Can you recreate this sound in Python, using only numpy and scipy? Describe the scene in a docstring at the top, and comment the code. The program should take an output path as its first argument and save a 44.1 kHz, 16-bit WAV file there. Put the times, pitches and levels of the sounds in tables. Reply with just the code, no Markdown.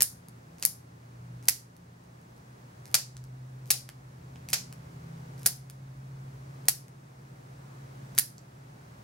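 """Plier-style clippers cut a dog's nails close to the microphones, on a grooming table in a small room.
Each cut is two noise bursts: the nail cracks, then the jaws slam shut 2 to 26 ms later, with the room's echoes.
Before most cuts the blades catch and the nail creaks in random grains; between cuts the handles tick.
Behind are filtered-noise ventilation and rumble, and motors and mains hum made of sines.
The recorder's gain control ducks the room after every snap."""
import sys
import numpy as np
from scipy import signal
from scipy.fft import rfft, irfft, next_fast_len
from scipy.io import wavfile
from scipy.ndimage import uniform_filter1d

SR = 44100
rng = np.random.default_rng(int(sys.argv[2]) if len(sys.argv) > 2 else 0)


def int16_out(signal):
    """Quantize to a 16-bit WAV file."""
    q = np.round(np.clip(np.atleast_2d(signal).T, -1, 1) * 32767)
    wavfile.write(sys.argv[1], SR, q.astype(np.int16))


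N = 398223
TIME = np.arange(N) / SR

# each cut, a crack of the nail and then the slam of the jaws: crack t/s, slam delay/s, crack level/dB,
# slam level/dB, knock level/dB (relative), knock f/Hz, knock resonance/dB, hollow of the handles/dB,
# slam's edge above 9 kHz/dB (relative), room send/dB
CUTS = [(0.0061, 0.015, 3.5, 10, -8, 1750, 5, -1, 7, 5.5), (0.6257, 0.026, 3, 10.5, -6, 2050, 4, 1, 8, 2.5),
        (1.4834, 0.0029, 12, 15.5, -7.5, 1960, 7.5, -1.5, 5.5, 1.5),
        (2.9430, 0.0024, 13.5, 12, -5.5, 1120, 2, -2.5, -0.5, 5.5),
        (3.7040, 0.0036, 11.5, 7.5, -6, 2430, 2, 1, 7.5, 6),
        (4.5308, 0.0035, 7, 10, -1, 2380, 1.5, -2.5, -3, 6),
        (5.46, 0.0035, 8.5, 9.5, -8, 1644, 6.5, 9, 7, 3.5),
        (6.6834, 0.0024, 10, 9.5, -6.5, 1850, 4.5, 3.5, 9, 2),
        (8.1791, 0.0072, 3, 10.5, -4, 1730, 10.5, -4.5, 7.5, 3.5)]
# how strongly the distant motor comes through: t/s, level/dB
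MOTOR_LEVEL = [(0, -59.5), (1.0, -59.0), (1.2, -41.5), (1.42, -40.5), (1.65, -58.5), (2.8, -54.5),
               (3.2, -38.5), (4.2, -46.5), (5.1, -47), (6.1, -39), (7.0, -48.5), (7.95, -47), (9.0, -52.7)]


def from_db(db):
    """Decibels to gain."""
    return 10 ** (np.asarray(db) / 20)


def rms_one(x):
    """Scale to rms 1."""
    return x / np.sqrt(np.mean(x ** 2) + 1e-20)


def in_time(rows):
    """Each column of a curve, at every sample."""
    s, *columns = np.transpose(rows)
    return [np.interp(TIME, s, c) for c in columns]


def at_hz(points, hz):
    """Read a spectrum on a log-frequency axis."""
    f, value = np.transpose(points)
    return np.interp(np.log(hz + 1e-9), np.log(f), value)


def band_noise(low_hz, high_hz, shape):
    """White noise through a gentle band-pass filter."""
    sos = signal.butter(2, [low_hz, high_hz], "band", fs=SR, output="sos")
    return signal.sosfilt(sos, rng.standard_normal(shape))


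def drift(rate_hz, step=100, settle=1000):
    """Slow random wander with rms 1: low-passed noise, drawn at every hundredth sample."""
    r = np.exp(-2 * np.pi * rate_hz * step / SR)
    noise = rng.standard_normal(N // step + settle + 2)
    slow = signal.lfilter([1], [1, -2 * r, r * r], noise)[settle:]
    return np.interp(np.arange(N) / step, np.arange(len(slow)), rms_one(slow))


def add(track, s, sound):
    """Mix a sound into a track at a time."""
    start = max(round(s * SR), 0)
    part = sound[..., :track.shape[-1] - start]
    track[..., start:start + part.shape[-1]] += part


def snaps(smear=0.79):
    """The cuts; the hand shades some, so they arrive more smeared and more by way of the room."""
    direct, echoes = np.zeros((2, 2, N))
    for s, colour, decay_s, room_db in blows():
        add(direct, s, contact(**colour, decay_s=decay_s * from_db(smear * room_db)))
        # the room gathers sound sent in every direction, which evens out the ripples of the burst
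        all_round = contact(**colour, decay_s=.00006)
        # the tool jerks at every blow, so each one meets the room differently
        reflected = signal.fftconvolve(all_round, room_response(), axes=1)
        add(echoes, s, from_db(room_db) * reflected)
    return direct + steel(direct) + echoes


def blows():
    """Two blows per cut: the nail cracks with a woody knock, then the freed jaws meet, shorter and drier."""
    crack_edge_db = -3.5   # horn is duller than steel
    crack_decay_s, slam_decay_s = 0.00091, .0005
    slam_knock_db, slam_room_db = -7.5, -2.5   # relative to the crack
    for s, delay, crack_db, slam_db, knock_db, knock_hz, peak_db, hollow_db, edge_db, room_db in CUTS:
        grip = dict(knock_hz=knock_hz, peak_db=peak_db, hollow_db=hollow_db)
        nail = dict(grip, level_db=crack_db, knock_db=knock_db, edge_db=crack_edge_db)
        jaws = dict(grip, level_db=slam_db, knock_db=knock_db + slam_knock_db, edge_db=edge_db)
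        yield s, nail, crack_decay_s, room_db
        yield s + delay, jaws, slam_decay_s, room_db + slam_room_db


def contact(level_db, knock_db, knock_hz, edge_db, decay_s, peak_db=6.5, hollow_db=0, width_hz=340, size=512):
    """One contact: a knock with a pitch of its own, hollow handles, and an edge in the top treble."""
    # colour of a contact on the clippers: f/Hz, level/dB
    contact_colour = [(150, -13.5), (420, -6), (720, -1), (1050, -7.5), (1800, 0.5), (2600, 2.5), (3500, 0),
                      (4700, 2), (6500, 1.5), (8200, 0), (9600, 2), (11500, 3.5), (13500, -2), (16000, -6)]
    hollow_hz, hollow_width_hz = 736, 170   # resonance of the plastic handles
    hz = np.arange(size // 2 + 1) * SR / size
    body = np.interp(hz, [3100, 4600], [1, 0]) * knock_db
    pitch = peak_db / (1 + ((hz - knock_hz) / width_hz) ** 2)
    hollow = hollow_db / (1 + ((hz - hollow_hz) / hollow_width_hz) ** 2)
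    edge = np.interp(hz, [7800, 9300], [0, 1]) * edge_db
    colour = causal(level_db + at_hz(contact_colour, hz) + body + pitch + hollow + edge)
    lag_s = np.array([[0], [2.2e-5]])   # the left microphone is nearer
    return irfft(crack(decay_s) * colour * np.exp(-2j * np.pi * hz * lag_s))


def crack(decay_s, size=512, order=8):
    """Stereo spectrum of a dense noise burst, flat on the whole, less alike left and right as it gets higher."""
    t, hz = np.arange(size) / SR, np.arange(size // 2 + 1) * SR / size
    envelope = np.exp(-t / decay_s) * (1 - np.exp(-t / 0.00024))
    shared, *own = rfft(rng.standard_normal((3, size)) * envelope)
    spectrum = shared + np.interp(hz, [2000, 9000], [.3, .6]) * np.array(own)
    # divide by the smoothed spectrum, so that the colour comes from elsewhere
    power = np.mean(np.abs(spectrum) ** 2, axis=0)
    return spectrum / np.sqrt(uniform_filter1d(power, 2 * order + 1))


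def causal(db):
    """Minimum-phase response for a dB spectrum: nothing sounds before the blow."""
    cepstrum = irfft(np.log(from_db(db)))
    half = len(cepstrum) // 2
    fold = np.r_[1, np.full(half - 1, 2), 1, np.zeros(half - 1)]
    return np.exp(rfft(cepstrum * fold))


def steel(struck):
    """The steel jaws and spring ring on faintly after every cut: decaying resonators driven by the blows."""
    # modes of the steel: f/Hz, level/dB, t60/s
    steel_modes = [(4340, -62, .16), (4730, -62, .11), (5150, -61, .16), (5910, -62, .14), (9400, -62, .12)]
    out = 0
    for hz, level_db, t60 in steel_modes:
        r, w = from_db(-60 / (t60 * SR)), 2 * np.pi * hz / SR
        ring = signal.lfilter([0, np.sin(w)], [1, -2 * r * np.cos(w), r * r], struck + 1e-18)
        out = out + from_db(level_db) * ring
    return out


def room_response(size=16384, count=18):
    """A few scattered reflections from near surfaces, then a diffuse tail that dies band by band."""
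    # first reflections: delay t/s, level/dB
    first_echoes = [(.0066, -12.5), (.0079, -11), (.0094, -14), (0.0102, -17), (0.0118, -14.5)]
    # colour of the diffuse tail: f/Hz, level/dB
    tail_colour = [(200, -14.5), (1000, -7.5), (2500, -10), (5000, -6.5), (8000, -9.5), (11000, -12.5),
                   (15000, -12.5)]
    # how long the tail lasts: f/Hz, t60/s
    tail_t60 = [(200, 0.4), (1500, .22), (5000, .28), (10000, .26), (16000, .2)]
    t, response = np.arange(size) / SR, np.zeros((2, size))
    edges = np.geomspace(150, 17000, count + 1)
    build_up = np.clip((t - .004) / 0.012, 0, 1)
    for low, high in zip(edges, edges[1:]):
        hz = np.sqrt(low * high)
        decay = build_up * from_db(-60 * t / at_hz(tail_t60, hz))
        level = from_db(at_hz(tail_colour, hz)) / np.linalg.norm(decay)
        response += band_noise(low, high, (2, size)) * decay * level
    for delay, level_db in first_echoes:
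        # start early, as the burst takes a moment to build up
        add(response, delay - .0004, from_db(level_db) * irfft(crack(decay_s=.0007)))
    return response


def handling(room_db=-1.5):
    """The small sounds between the cuts, with their room."""
    direct = bites() + ticks()
    return direct + from_db(room_db) * signal.fftconvolve(direct, room_response(), axes=1)[:, :N]


def bites(grit_hz=2200, grains_per_s=410, spread_db=4.0, count=36):
    """The blades catch with a click, then tiny splits run through the nail at random, at most until the cut."""
    # the blades bite on the nail: catch t/s, catch level/dB, typical grain level/dB
    bite_rows = [(0.584, -23.5, -37.5), (1.427, -25.5, -37), (2.8558, -19, -40.5), (3.658, -26, -41),
                 (4.4876, -9.5, -26), (5.3794, -30, -35.5), (6.655, -38.5, -41.5), (8.149, -31.5, -39)]
    # the nail starts to split before it gives: a second click, and grit that swells into the crack
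    split_lead_s, split_db = .028, 11.5   # before the crack; above a typical grain
    grit_swell_db, grit_swell_s = 14, .006
    out = np.zeros((2, N))
    for start, catch_db, grit_db in bite_rows:
        end = min(cut[0] for cut in CUTS if cut[0] > start)
        catch = contact(catch_db, knock_db=-6.5, knock_hz=grit_hz, edge_db=-4.5, decay_s=0.0003)
        add(out, start, catch)
        split = contact(grit_db + split_db, knock_db=-6.5, knock_hz=grit_hz, edge_db=4.5, decay_s=0.0002)
        add(out, end - split_lead_s, split)
        times = start + np.cumsum(rng.exponential(1 / grains_per_s, count))
        swell_db = grit_swell_db * np.exp(-np.abs(end - times) / grit_swell_s)
        levels_db = rng.normal(grit_db, spread_db, count) + swell_db
        for s, grain_db in zip(times, levels_db):
            if s < end:
                grain = contact(grain_db, knock_db=-7.0, knock_hz=grit_hz, edge_db=0.5, decay_s=0.00015)
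                add(out, s, grain)
    return out


def ticks(tick_hz=1250, count=4):
    """Single short contacts of the handles and spring, and faint ones while the grip shifts."""
    # handle ticks, mostly as they spring open after a cut:
    # t/s, level/dB, knock level/dB (relative), edge level/dB (relative)
    tick_rows = [(0.285, -21, -7, 5), (1.766, -26, -7, 0), (3.1678, -13.5, -6.5, -7), (3.2401, -22, -9, -3),
                 (3.8904, -13, 3, 0.5), (4.3583, -26, 7, -22), (4.7264, -17, -1.5, 0.5),
                 (5.6992, -16.5, -3, 2), (6.8823, -25, -2, -2), (8.3814, -14.5, -18.5, -12)]
    fidget_s, fidget_db = (1.6, 4.4), -34.5   # (from, to)
    out = np.zeros((2, N))
    faint = [(s, fidget_db, -7, -1) for s in rng.uniform(*fidget_s, count)]
    for s, level_db, knock_db, edge_db in list(tick_rows) + faint:
        add(out, s, contact(level_db, knock_db, tick_hz, edge_db, decay_s=0.00049, peak_db=7.0))
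    return out


def motor():
    """A distant motor creeps up to its full speed, quickly at first, then levelling off."""
    # orders of the motor: multiple of the speed, level/dB (relative)
    motor_orders = [(1, 0.5), (2, -24.5)]
    start_hz, full_hz, settle_s = 114.6, 138.4, 3.8
    hz = full_hz + (start_hz - full_hz) * np.exp(-TIME / settle_s)
    return hum(hz, in_time(MOTOR_LEVEL)[0], motor_orders, waver_db=1.0)


def drone(fade_s=.15):
    """A second, less steady hum that fades in and out."""
    # when it is heard: start t/s, end t/s, f/Hz, level/dB
    drone_rows = [(0, 2.35, 86.3, -58), (4.1, 5.6, 81.9, -53)]
    # orders of the drone: multiple of the speed, level/dB (relative)
    drone_orders = [(1, -3.5), (2, 1.5), (3, -9.5)]
    out = 0
    for start, end, hz, level_db in drone_rows:
        # half way through the fade at the start and end times
        fade = np.clip(np.minimum(TIME - start, end - TIME) / fade_s + .5, 0, 1)
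        out = out + fade * hum(hz + 0.5 * drift(1.6), level_db, drone_orders, waver_db=3.5)
    return out


def hum(hz, level_db, orders, waver_db):
    """Low orders of a turning machine: sines at multiples of its speed, each wavering a little in level."""
    turns = 2 * np.pi * np.cumsum(hz) / SR
    out = 0
    for multiple, order_db in orders:
        gain = from_db(level_db + order_db + waver_db * drift(4.6))
        out = out + gain * np.sin(round(multiple) * turns)
    return np.sqrt(2) * out


def rumble(below_motor_db=-17.5, low_hz=45, high_hz=85):
    """Low band of noise that swells with the motor."""
    noise = band_noise(low_hz, high_hz, N)
    return rms_one(noise) * from_db(in_time(MOTOR_LEVEL)[0] + below_motor_db)


def ventilation():
    """Smooth rush of air: shaped noise, centred in the bass and wide in the middle."""
    # colour of the air: f/Hz, level per Hz/dB (relative)
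    rush_colour = [(25, -24.5), (55, -6), (100, 0.5), (150, 7), (230, -2), (400, -5), (900, -7),
                   (1500, -11.5), (2200, -17), (3100, -23.5), (6000, -24), (10000, -29.5), (15500, -34.5)]
    # strength of the air: t/s, level/dB
    rush_level = [(0, -48), (3.6, -49), (4.8, -46.5), (5.8, -48.5), (9.03, -47)]
    # left-right likeness: f/Hz, correlation (-1..1)
    left_right = [(130, .999), (200, 1), (300, .5), (640, -0.52), (1400, -0.64), (3100, 0.08), (6800, .15),
                  (15000, 0.24)]
    size = next_fast_len(N)
    mid, side = rfft(rng.standard_normal((2, size)))
    hz = np.arange(len(mid)) * SR / size
    alike = np.clip(at_hz(left_right, hz), -1, 1)
    pair = np.sqrt(1 + alike) * mid + np.sqrt(1 - alike) * side * [[1], [-1]]
    air = irfft(pair * from_db(at_hz(rush_colour, hz)), size)[:, :N]
    return rms_one(air) * from_db(in_time(rush_level)[0])


def mains():
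    """Steady electrical sines, each from a random phase."""
    # mains hum and a faint electronic whine: f/Hz, level/dB
    steady_tones = [(59.3, -67.5), (120, -51.5), (15700, -85.5)]
    out = 0
    for hz, level_db in steady_tones:
        out = out + from_db(level_db) * np.sin(2 * np.pi * (hz * TIME + rng.random()))
    return np.sqrt(2) * out


def far_scuff(at_s=7.7, length_s=.08, level_db=-60, low_hz=850, high_hz=1350):
    """A faint, hollow scuff somewhere far off: band noise that swells and fades."""
    noise = band_noise(low_hz, high_hz, (2, N))
    return from_db(level_db) * rms_one(noise) * np.exp(-((TIME - at_s) / length_s) ** 2)


def scene():
    """Clippers close by, machines behind."""
    clippers = snaps() + handling()
    machines = motor() + drone() + rumble() + ventilation() + mains()
    return clippers + machines + far_scuff()


def gain_control(sound, threshold_db=-31.0, share=0.36, release_db_per_s=4.0, attack_s=0.02, size=441):
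    """Loud sounds pull the gain down quickly; it creeps back at a steady rate in dB."""
    power = uniform_filter1d(np.mean(sound ** 2, axis=0), size)
    over_db = 10 * np.log10(np.abs(power) + 1e-12) - threshold_db
    cut_db = share * np.maximum(over_db, 0)
    release_db = release_db_per_s * TIME
    held_db = np.maximum.accumulate(cut_db + release_db) - release_db
    r = np.exp(-1 / (attack_s * SR))
    return sound * from_db(-signal.lfilter([1 - r], [1, -r], held_db))


def record(dry, cutoff_hz=16000):
    """Gain control, overload on the sharpest peaks, top cut."""
    clipped = np.clip(gain_control(dry), -1, 1)
    return signal.sosfilt(signal.ellip(10, .1, 70, cutoff_hz, fs=SR, output="sos"), clipped)


dry = scene()
out = record(dry)
int16_out(out)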